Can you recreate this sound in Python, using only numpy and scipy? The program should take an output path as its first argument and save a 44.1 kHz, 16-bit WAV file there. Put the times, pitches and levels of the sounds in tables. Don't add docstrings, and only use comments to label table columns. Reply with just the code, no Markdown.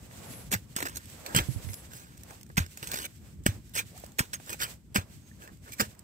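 import sys
import numpy as np
from scipy import signal
from scipy.io import wavfile
from scipy.ndimage import uniform_filter1d

SR = 44100
rng = np.random.default_rng(int(sys.argv[2]) if len(sys.argv) > 2 else 0)


def volts(x):
    e = np.asarray(x, float) / 20
    return 10 ** e


def digitize_waveform(pressure):
    field = np.atleast_2d(pressure).T
    bounded = np.clip(field, -1, 1)
    quanta = np.round(bounded * 32767).astype(np.int16)
    wavfile.write(sys.argv[1], SR, quanta)


N = 265923

# f/Hz, level/dB
GRIT = [(300, 9), (700, -3), (1100, 2.5), (1600, 7), (1950, 0.5), (2350, -1), (3100, -1), (3700, 3.5),
        (4500, 3), (10000, 0.5), (15000, 1)]
# t/s, peak/dB, fine grit above the peak/dB
TWIGS = [(0.3364, -37, -23), (0.538, -21, 4), (0.7633, -25, 7), (0.884, -40.5, 12), (1.262, -33.5, 5.5),
         (1.3628, -30.5, 19.5), (1.371, -44, -6), (1.3868, -13, -34), (1.6876, -36.5, -20), (1.733, -37, 7),
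         (2.8413, -37.5, 5), (2.872, -34.5, 10), (2.9155, -29, 7.5), (2.941, -23.5, 0), (2.972, -35, 11.5),
         (3.0188, -46, 14), (3.029, -50, 7), (2.926, -36, 2), (3, -37, 4), (2.833, -39, 0),
         (5.797, -25.5, 5), (5.808, -26.5, 13.5), (4.972, -24.5, -1), (3.043, -40, 2), (3.7847, -38, 18),
         (4.1861, -23, 1), (4.1917, -21, 7), (4.339, -33, 7), (4.5296, -29.5, 5.5), (4.6023, -29, -10),
         (4.613, -39, 1), (4.945, -35, 7.5), (4.9597, -14, -37), (5.7206, -55, 26), (5.733, -49, 18)]
# t/s, peak/dB, fine grit above the peak/dB
CLODS = [(0.516, -35, 16), (0.524, -35.5, 18.5), (0.784, -31, -10), (0.804, -27.5, -4), (0.8255, -24.5, 0),
         (0.8213, -32, -6), (.7555, -41, -15), (0.8537, -26, -12), (0.8582, -30, -1), (0.8687, -29.5, -6),
         (.864, -35, 2), (0.895, -43.5, 9), (0.969, -37.5, 17.5), (1.3482, -15.5, -1), (2.5697, -40, 17.5),
         (2.5788, -12.5, -6.5), (2.7729, -37, 7.5), (2.828, -28, -3), (2.9344, -27.5, -1),
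         (2.958, -30.5, 7.5), (2.987, -32.5, 7.5), (3.458, -40.5, 9), (3.4629, -20, 5), (3.752, -35, 11),
         (3.762, -32.5, 7), (4.333, -32, -1), (4.4755, -52, -9), (4.494, -33.5, 2), (4.502, -39, 14),
         (4.51, -49, 5), (5.787, -48, -14), (5.8, -49, -18)]
# t/s, half length/s, level/dB, mid rustle above it/dB
MOVES = [(0.07, 0.033, -64, -6), (4.038, 0.08, -61, 3), (.01, 0.41, -64.5, 6.5), (0.586, 0.029, -57.5, -8),
         (3.765, 0.16, -67, -2.5), (4.698, 0.041, -56, 5), (5.28, 0.1, -66.5, -2.5),
         (5.687, 0.062, -61.5, 0.5), (6., 0.19, -68, 6), (0.156, 0.05, -55, -9),
         (0.263, 0.085, -58.5, 11.5), (0.389, 0.079, -53.5, 1.5), (0.694, 0.23, -70.5, 6),
         (0.995, 0.25, -58.5, -30), (1.14, 0.086, -60, 2.5), (1.29, 0.14, -64.5, 17),
         (1.386, 0.14, -53, -7), (1.57, 0.12, -60.5, 5.5), (1.795, 0.26, -59.5, 1.5),
         (2.104, 0.3, -65, -8.5), (2.32, 0.1, -60, 2), (2.497, 0.051, -73.5, 2.5), (2.895, 0.21, -52, -7),
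         (3.28, 0.089, -63.5, 2), (3.524, 0.069, -56.5, 0.5), (3.903, 0.19, -62, -6),
         (4.26, 0.088, -59.5, -1.5), (4.56, 0.18, -55, -2), (5.058, 0.13, -62, 0.5),
         (5.466, 0.098, -60.5, 1.5), (5.828, 0.072, -52, -4.5)]


def evened(x):
    return x / np.sqrt(np.mean(x ** 2) + 1e-20)


def add(mix, s, sound):
    part = mix[..., round(s * SR):][..., :sound.shape[-1]]
    part += sound[..., :part.shape[-1]]


def coloured(x, points):
    hz, db = np.transpose(points)
    bins_hz = abs(np.fft.fftfreq(8192, 1 / SR))
    log_gain = np.interp(np.log(bins_hz + 1), np.log(hz), db) * np.log(10) / 20
    taps = np.fft.ifft(np.exp(np.conj(signal.hilbert(log_gain)))).real[:4096]
    taps = taps.reshape((1,) * (x.ndim - 1) + (-1,))
    return signal.oaconvolve(x, taps, axes=-1)[..., :N]


def band(x, lo_hz, hi_hz):
    sos = signal.butter(1, [lo_hz, hi_hz], "band", fs=SR, output="sos")
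    return evened(signal.sosfiltfilt(sos, x))


def wander(seconds, channels=1):
    size = max(int(seconds * SR), 2)
    noise = rng.standard_normal((channels, N))
    return evened(uniform_filter1d(uniform_filter1d(noise, size), size))


def swells(rows):
    t = np.arange(N) / SR
    return sum(volts(db) * np.exp(-((t - s) / half) ** 2) for s, half, db in rows)


def resonate(x, hz, width_hz):
    turn = np.exp(2j * np.pi * np.cumsum(hz * np.ones(len(x))) / SR)
    r = np.exp(-np.pi * width_hz / SR)
    return 2 * (turn * signal.lfilter([1 - r], [1, -r], x / turn)).real


def grains(per_s, spread_db, count=8):
    size = volts(spread_db * np.minimum(rng.exponential(1, N), 4)) * rng.choice([-1., 1.], N)
    clicks = size * (rng.random(N) < per_s / SR)
    leaf = rng.integers(0, count, N // 100 + 1).repeat(100)[:N]
    t = np.arange(400) / SR
    rings = np.zeros(N)
    for k, hz in enumerate(np.geomspace(1600, 8200, count)):
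        ring = volts(-60 * t / .007) * np.sin(2 * np.pi * hz * t)
        rings += signal.oaconvolve(clicks * (leaf == k), ring)[:N]
    return coloured(evened(clicks) + .25 * evened(rings), GRIT)


def layers(x):
    return np.array([band(x, 1300, 4500), band(x, 4500, 17000), band(x, 350, 1300)])


def strokes():
    # touch t/s, rise/s,
    # trail/s, pressure/dB, hollow clods above the rasp/dB
    hand_strokes = [(0.507, 0.029, 0.055, -26, -5.5), (0.76, 0.0034, 0.27, -42.5, 0),
                    (0.943, 0.036, 0.018, -52, -20), (1.249, 0.16, 0.036, -59.5, 21),
                    (1.344, 0.03, 0.081, -23.5, -27), (1.66, 0.04, 0.27, -62.5, -27),
                    (1.905, 0.053, 0.22, -58, 2), (2.29, 0.04, 0.055, -77, 24),
                    (2.5683, 0.0016, 0.11, -25, -9), (3.458, 0.0055, 0.08, -30, -7),
                    (3.734, 0.06, 0.054, -26.5, -16), (3.96, 0.032, 0.15, -76, -4),
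                    (4.182, 0.0088, 0.087, -27, -8), (4.329, 0.0074, 0.052, -36, -15.5),
                    (4.469, 0.074, 0.019, -50, 8), (4.59, 0.02, 0.047, -42, -7),
                    (4.661, 0.034, 0.054, -66, -4), (4.944, 0.016, 0.09, -28.5, 0.5),
                    (5.39, 0.05, 0.077, -70.5, 19.5), (5.657, 0.038, 0.025, -69.5, 20),
                    (5.714, 0.02, 0.036, -51.5, -34.5), (5.781, 0.022, .01, -39, -2),
                    (5.796, 0.0083, 0.076, -26.5, 0),
                    (4.611, 0.0075, 0.073, -33.5, -17),
        (4.619, 0.022, 0.035, -40, -10),
              (2.82, .215, .035, -50, 3),
        (3.036, .026, .016, -43, -6),
    ]
    touch_db, leave_db = -54, -61.5
    firm_db, fine_firm_db, fine_per_db = -33, 3, 0.4855
    fine_touch_db, fine_leave_db = 8.5, -7.5
    level = np.zeros((3, N))
    for start, rise, trail, db, hollow_db in hand_strokes:
        t = np.arange(0, rise + trail, 1 / SR)
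        turns_s = [0, rise, rise + trail]
        landing = t < rise
        away = np.interp(t, turns_s, [1, 0, 1]) ** np.where(landing, 1.6, 0.95)
        rasp_db = db + away * np.minimum(np.where(landing, touch_db, leave_db) - db, -8)
        fine_top_db = fine_firm_db + fine_per_db * (firm_db - db)
        fine_db = np.interp(t, turns_s, [fine_touch_db, fine_top_db, fine_leave_db])
        edges = np.clip(t / .003, 0, 1) * np.clip((turns_s[-1] - t) / .018, 0, 1)
        add(level, start, volts(np.array([rasp_db, rasp_db + fine_db, rasp_db + hollow_db])) * edges)
    clumps = volts(1.1 * wander(.003)[0]) * grains(10000, 2.2)
    return (level * layers(clumps)).sum(0) * volts(-3.5)


def snaps():
    # t/s, peak/dB, fine grit above the peak/dB
    crumbs = [(0.1116, -44, -12), (0.9583, -54, 31), (1.056, -55, 21), (1.6671, -56, -7),
              (1.741, -43.5, 19), (1.9344, -35.5, 1), (2.043, -61, 7), (2.067, -72.5, 17), (2.172, -51, 11),
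              (2.177, -51.5, 15), (2.21, -61, 20), (2.332, -68, 15), (2.365, -70, 14), (2.464, -53.5, 10),
              (2.4912, -60, 15), (2.5145, -61, 15), (2.558, -58, 15.5), (1.099, -55.5, 21.5),
              (1.291, -52, 18), (2.234, -53, 23), (2.411, -51, 17), (2.415, -60, -3), (2.4308, -53, 22),
              (2.663, -38.5, 5.5), (2.888, -54, 20), (3.437, -68.5, 27), (3.694, -71, 32.5),
              (3.9766, -53, 18.5), (3.998, -62, 28), (4.043, -54.5, 22.5), (4.063, -49, 15),
              (4.119, -60, 22), (4.462, -59, 22), (4.686, -51, 14), (4.738, -56.5, 17.5), (5.95, -59.5, 14),
              (5.4206, -41, -22), (5.4756, -40.5, 0), (5.45, -60, 8), (5.572, -62, 13), (5.6655, -56, -5),
              (5.992, -60, 27.5)]
    # t/s, peak/dB, fine grit above the peak/dB
    knocks = [
        (.785, -55, 0),
        (.87, -56, 0),
        (2.5, -57, 0),
        (2.3078, -57, 20),
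        (2.3, -60, 0),
        (5, -62, 0),
        (4.4, -57.5, 8),
    ]
    # hollow part above the peak/dB, t60/s
    kinds = [
        (-6, 0.04),
        (-3, 0.037),
        (-6, 0.017),
        (23.5, 0.029),
    ]
    tick_db, tick_s = 4, .0012
    level = np.zeros((3, N))
    t = np.arange(SR // 12) / SR
    for rows, (hollow_db, t60) in zip((TWIGS, CLODS, crumbs, knocks), kinds):
        fall = volts(-60 * t / np.clip(t60, .008, .05)) * np.minimum(t / .0003, 1)
        fall = fall * volts(tick_db * np.exp(-t / tick_s))
        for s, db, fine_db in rows:
            add(level, s, volts(db + np.array([[0], [fine_db], [hollow_db]])) * fall)
    grit = grains(30000, 1.5)
    return (level * layers(grit)).sum(0) * volts(-8.5)


def cracks():
    crack_db = 8
    out = np.zeros(N)
    for s, db, fine_db in TWIGS + CLODS:
        click_db = db + crack_db + .3 * np.clip(fine_db, -10, 10)
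        add(out, s, volts(click_db) * np.array([1, -.6, -.4]))
    return coloured(out, GRIT)


def hollows(grit):
    # t/s, half length/s, f/Hz, level above the grit/dB
    cavities = [(2.82, 0.017, 2294, 13), (2.947, 0.039, 2340, 2), (2.954, 0.063, 4440, 9),
                (3.007, 0.0054, 4500, 15), (3.058, 0.01, 2300, 16.5), (3.783, 0.016, 2360, 5.5),
                (3.788, 0.0069, 1740, -15), (3.765, 0.0089, 600, 16), (4.206, 0.017, 2350, 8),
                (4.332, 0.014, 2330, 10), (4.516, 0.022, 2460, 2), (4.632, 0.091, 2410, 8.5),
                (4.631, 0.027, 4510, 7), (4.633, 0.023, 1420, 12.5), (1.366, 0.024, 3120, 9.5),
                (3.04, 0.021, 2990, 16), (4.63, 0.041, 3040, 9.5), (5.685, 0.023, 2240, 12),
                (5.735, .02, 2340, 13), (5.799, .012, 2276, 9), (1.272, 0.013, 4400, 22.5),
                (1.7, 0.0093, 2080, 19), (5.434, 0.017, 1690, 15), (5.488, 0.012, 1750, 15),
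                (5.44, 0.026, 2650, 9), (5.67, 0.017, 1780, 2)]
    out = grit.copy()
    for s, half, hz, db in cavities:
        t = np.arange(-3 * half, 3 * half, 1 / SR)
        part = grit[round((s + t[0]) * SR):][:len(t)] * np.exp(-(t / half) ** 2)
        add(out, s + t[0], volts(db) * resonate(part, hz, width_hz=100))
    return out


def slaps():
    # t/s, peak/dB, f/Hz
    palm_slaps = [(.54, -12.5, 1995), (1.387, -13, 2090), (4.19, -16, 1840), (3.4638, -14.5, 635),
                  (3.788, -26.5, 2320), (5.313, -38, 1780), (3.977, -38, 1270), (4.038, -46, 1510),
                  (4.531, -34.5, 2380), (5.734, -43, 2430), (5.801, -17, 595)]
    # t/s, peak/dB, f/Hz
    hard_slaps = [(.8038, -22.5, 2000), (.8258, -19.5, 1920), (4.9595, -9.5, 1540), (4.963, -19, 2320),
                  (4.9705, -17, 1630), (4.621, -30, 1930), (3.4640, -8.5, 1680), (3.4645, -14.5, 2250),
                  (2.5792, -9.5, 2020), (2.5815, -21, 1820), (2.5700, -19, 2100)]
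    out = np.zeros(N)
    t = np.arange(SR // 25) / SR
    for rows, t60, rise in ((palm_slaps, .019, .0028), (hard_slaps, .014, .0006)):
        for s, db, hz in rows:
            fall = volts(db - 60 * t / t60) * np.minimum(t / rise, 1)
            add(out, s, fall * np.sin(2 * np.pi * hz * t))
    return out


def pebbles():
    # t/s, peak/dB
    stones = [(0.764, -26), (.8036, -26), (.8258, -35), (.8588, -27), (.8695, -36), (1.0552, -52),
              (1.072, -52), (1.1016, -50), (1.138, -51), (1.2, -54), (1.2403, -48), (2.5702, -31),
              (2.5805, -18), (2.7725, -43), (2.8288, -33), (2.8728, -37), (2.9162, -24), (2.9215, -36),
              (2.941, -31), (2.9455, -30), (2.9592, -32), (2.9745, -35), (2.9872, -38), (3.0195, -36),
              (3.464, -14), (3.464, -14), (2.5818, -24), (4.962, -25), (1.3615, -18), (1.3868, -20),
              (4.1918, -20), (5.7987, -22), (5.8058, -22), (1.741, -40), (4.6145, -30), (4.4945, -38),
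              (5.421, -50), (5.476, -50), (.517, -33), (3.752, -36), (.8878, -38), (.8965, -39), (.41, -50),
              (5.9925, -49), (6.006, -58)]
    out = np.zeros(N)
    t = np.arange(300) / SR
    for s, db in stones:
        burst = np.diff(rng.standard_normal(len(t)), prepend=0)
        add(out, s, volts(db - 60 * t / .009) * burst * np.minimum(t / .0003, 1))
    return out


def thuds():
    # t/s, peak/dB, f/Hz, t60/s
    blows = [(0.52, -25, 249, 0.015), (0.533, -24.5, 185, 0.088), (0.763, -26, 182, 0.024),
             (0.825, -32.5, 281, 0.11), (1.347, -17, 137, 0.021), (1.361, -15.5, 128, 0.076),
             (1.373, -25, 149, .05), (2.579, -12, 154.6, 0.031), (4.0385, -27.5, 510, 0.0088),
             (1.487, -38, 258, 0.11), (1.561, -38.5, 226, 0.037), (3.468, -31, 180, 0.077),
             (2.826, -42, 122.6, 0.15), (2.943, -38, 189, 0.021), (3.4625, -7.5, 190, 0.018),
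             (3.772, -45, 119, 0.078), (4.186, -34, 241.5, 0.13), (4.204, -14.5, 119, 0.022),
             (4.958, -18.5, 193, 0.056), (4.968, -29, 195, 0.03), (5.797, -27, 208, 0.2)]
    # t/s, peak/dB, f/Hz, t60/s
    swings = [(0.553, -26.5, 103.7, 0.11), (1.405, -23, 66.5, 0.13), (1.4865, -20.5, 126.3, 0.11),
              (1.5595, -23.5, 95, 0.096), (1.645, -32.5, 108, 0.08), (1.667, -28, 93.3, 0.13),
              (1.698, -31.5, 99, 0.1), (2.6005, -18, 85.6, 0.12), (3.485, -16.5, 98.4, 0.09),
              (4.981, -19, 93, 0.074), (5.819, -27.5, 110, 0.076)]
    out = np.zeros(N)
    t = np.arange(SR // 4) / SR
    for rows, sag, rise in ((blows, 0.39, 0.15), (swings, 0.03, 0.39)):
        for s, db, hz, t60 in rows:
            turns = np.cumsum(hz * (1 + sag * np.exp(-t / 0.0035))) / SR
            onset = np.sin(np.pi / 2 * np.minimum(t * hz / rise, 1))
            fall = volts(db - 60 * t / np.clip(t60, .012, .15)) * onset
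            add(out, s, -fall * np.sin(2 * np.pi * turns))
    clock = np.arange(N) / SR
    bump = (clock > 1.45) & (clock <= 1.75)
    far = np.roll(out, 16) * volts(-32.5 * bump)
    near = out * volts(5.15 * bump)
    return np.array([volts(-.8) * far, volts(.6) * near])


def scuffs():
    # t/s, length/s, from f/Hz, to f/Hz, level/dB
    rubs = [
        (3.89, .075, 330, 640, -56),
        (2.27, .06, 450, 800, -57),
        (4.05, .035, 700, 1050, -64),
        (3.975, .035, 500, 700, -60),
    ]
    out = np.zeros(N)
    for s, length, from_hz, to_hz, db in rubs:
        u = np.arange(0, 1.3, 1 / (length * SR))
        hz = from_hz + (to_hz - from_hz) * u
        noise = rng.standard_normal(len(u))
        rub = resonate(resonate(noise, hz, 300), hz, 300)
        add(out, s, volts(db) * evened(rub) * np.interp(u, [0, 1, 1.3], [0, 1, 0]))
    return out


def stirring():
    return volts(-90) + swells([row[:3] for row in MOVES])


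def litter():
    return stirring() * volts(-11.5 + 1.9 * wander(0.017)[0]) * evened(grains(3700, 1.6))


def around():
    # f/Hz, level/dB
    hiss_colour = [(300, -21), (800, -31), (1500, -5.5), (3500, -0.5), (8000, -2), (12000, -1), (16000, -6)]
    # f/Hz, level/dB
    air_colour = [(20, -33), (38, -20), (58, 1), (120, -1.5), (220, -7), (350, -16.5), (600, -39.5),
                  (1500, -48.5)]
    # f/Hz, level/dB
    rustle_colour = [(120, -15.5), (300, -5), (500, 0.5), (800, -3.5), (1300, -7), (3000, -15.5),
                     (8000, -28)]
    # t/s, half length/s, level/dB
    gusts = [
        (.3, 0.2, -62),
        (.52, 0.03, -51),
        (.96, 0.029, -60),
        (1.39, 0.014, -35),
        (1.62, 0.17, -53.5),
        (2.92, 0.072, -63),
        (3.46, 0.15, -57.5),
        (4.57, 0.068, -72),
    ]
    # t/s, half length/s, level/dB
    sleeve = [
        (.35, 0.093, -53),
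        (1.52, 0.057, -54.5),
        (1.74, 0.077, -52.5),
    ]
    # t/s, half length/s, level/dB
    cricket = [
        (2.12, 0.037, -79.5),
        (4.35, 0.011, -38),
        (5.28, 0.062, -65),
    ]
    stir = stirring()
    low = volts(-54) + swells(gusts)
    mid = volts(-81.5) + swells([(s, half, db + mid_db) for s, half, db, mid_db in MOVES])
    shared = rng.standard_normal(N)
    own = rng.standard_normal((4, 2, N))
    hiss = (stir * volts(8.0) + volts(-83.0)) * coloured(own[0], hiss_colour)
    hiss *= volts(2.5 * wander(.03))
    air = low * volts(2.5 * wander(.03)) * evened(coloured(shared + .45 * own[1], air_colour))
    rustle = evened(coloured(0.56 * shared[::-1] + own[2], rustle_colour))
    rustle *= mid * volts(1.75 * wander(0.06))
    cloth = band(band(own[3], 9500, 12100), 9500, 12100)
    brush = swells(sleeve) * volts(np.array([[11.0], [8.0]])) * cloth
    chirp = swells(cricket) * band(band(shared, 6400, 6550), 6400, 6550)
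    return hiss + volts(2.0) * air + volts(-3.0) * rustle + brush + chirp


def heard(x, sharp, count=6):
    # t/s, delay at the far port/samples
    far_lag = [(0, 15), (1.05, 15), (1.2, 18), (1.5, 18), (2.5, 15), (2.8, 16), (3.3, 17), (3.6, 17),
               (3.9, 16), (4.1, 14), (4.3, 14), (4.45, 17), (6.1, 18)]
    s, lag = np.transpose(far_lag)
    late = np.arange(N) - np.round(np.interp(np.arange(N) / SR, s, lag)).astype(int)
    late = np.maximum(late, 0)
    pair = np.array([x[late], x])
    out = pair + np.array([sharp[late], sharp])
    t = np.arange(SR // 12) / SR
    fall = (volts(-60 * t / .008) + volts(-30 - 60 * t / .12)) * (t > .0003)
    wash = rng.standard_normal((count, 2, len(t))) * fall
    wash = signal.lfilter([1, -.62], [1], wash)
    wash *= volts(1.2) / np.linalg.norm(wash[0, 0])
    place = np.arange(N) // 1100 % count
    for k in range(count):
        out += signal.oaconvolve(pair * (place == k), wash[k], axes=1)[:, :N]
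    return out


def scene():
    grit = strokes() + snaps() + cracks() + litter()
    hand = heard(hollows(grit) + slaps(), pebbles())
    return hand + thuds() + scuffs() + around()


def low_pass(x):
    return signal.sosfilt(signal.butter(12, 17000, fs=SR, output="sos"), x)


def record(dry):
    # f/Hz, level/dB
    far_port = [(300, 1), (1000, -2.5), (1500, -2), (2400, -2.5), (3800, -8.5), (6500, -8.5), (8200, -3),
                (9200, -4.5), (10200, -8.5), (12000, -5), (15500, -4.5)]
    # f/Hz, level/dB
    near_port = [(300, 0), (1500, 0), (2400, 0), (3800, -3), (6500, -1), (7500, 2), (8050, 6), (8500, 0),
                 (9300, -12), (10000, -13), (11000, -10), (12500, -5.5), (15500, -4)]
    # f/Hz, level/dB
    treble_edge = [(15550, 0), (15750, -6), (15950, -36), (17000, -50)]
    ports = np.array([coloured(dry[0], far_port), coloured(dry[1], near_port)])
    ports = signal.lfilter(*signal.butter(2, 36, "high", fs=SR), ports)
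    return low_pass(coloured(ports, treble_edge))


dry = scene()
out = record(dry)
digitize_waveform(out)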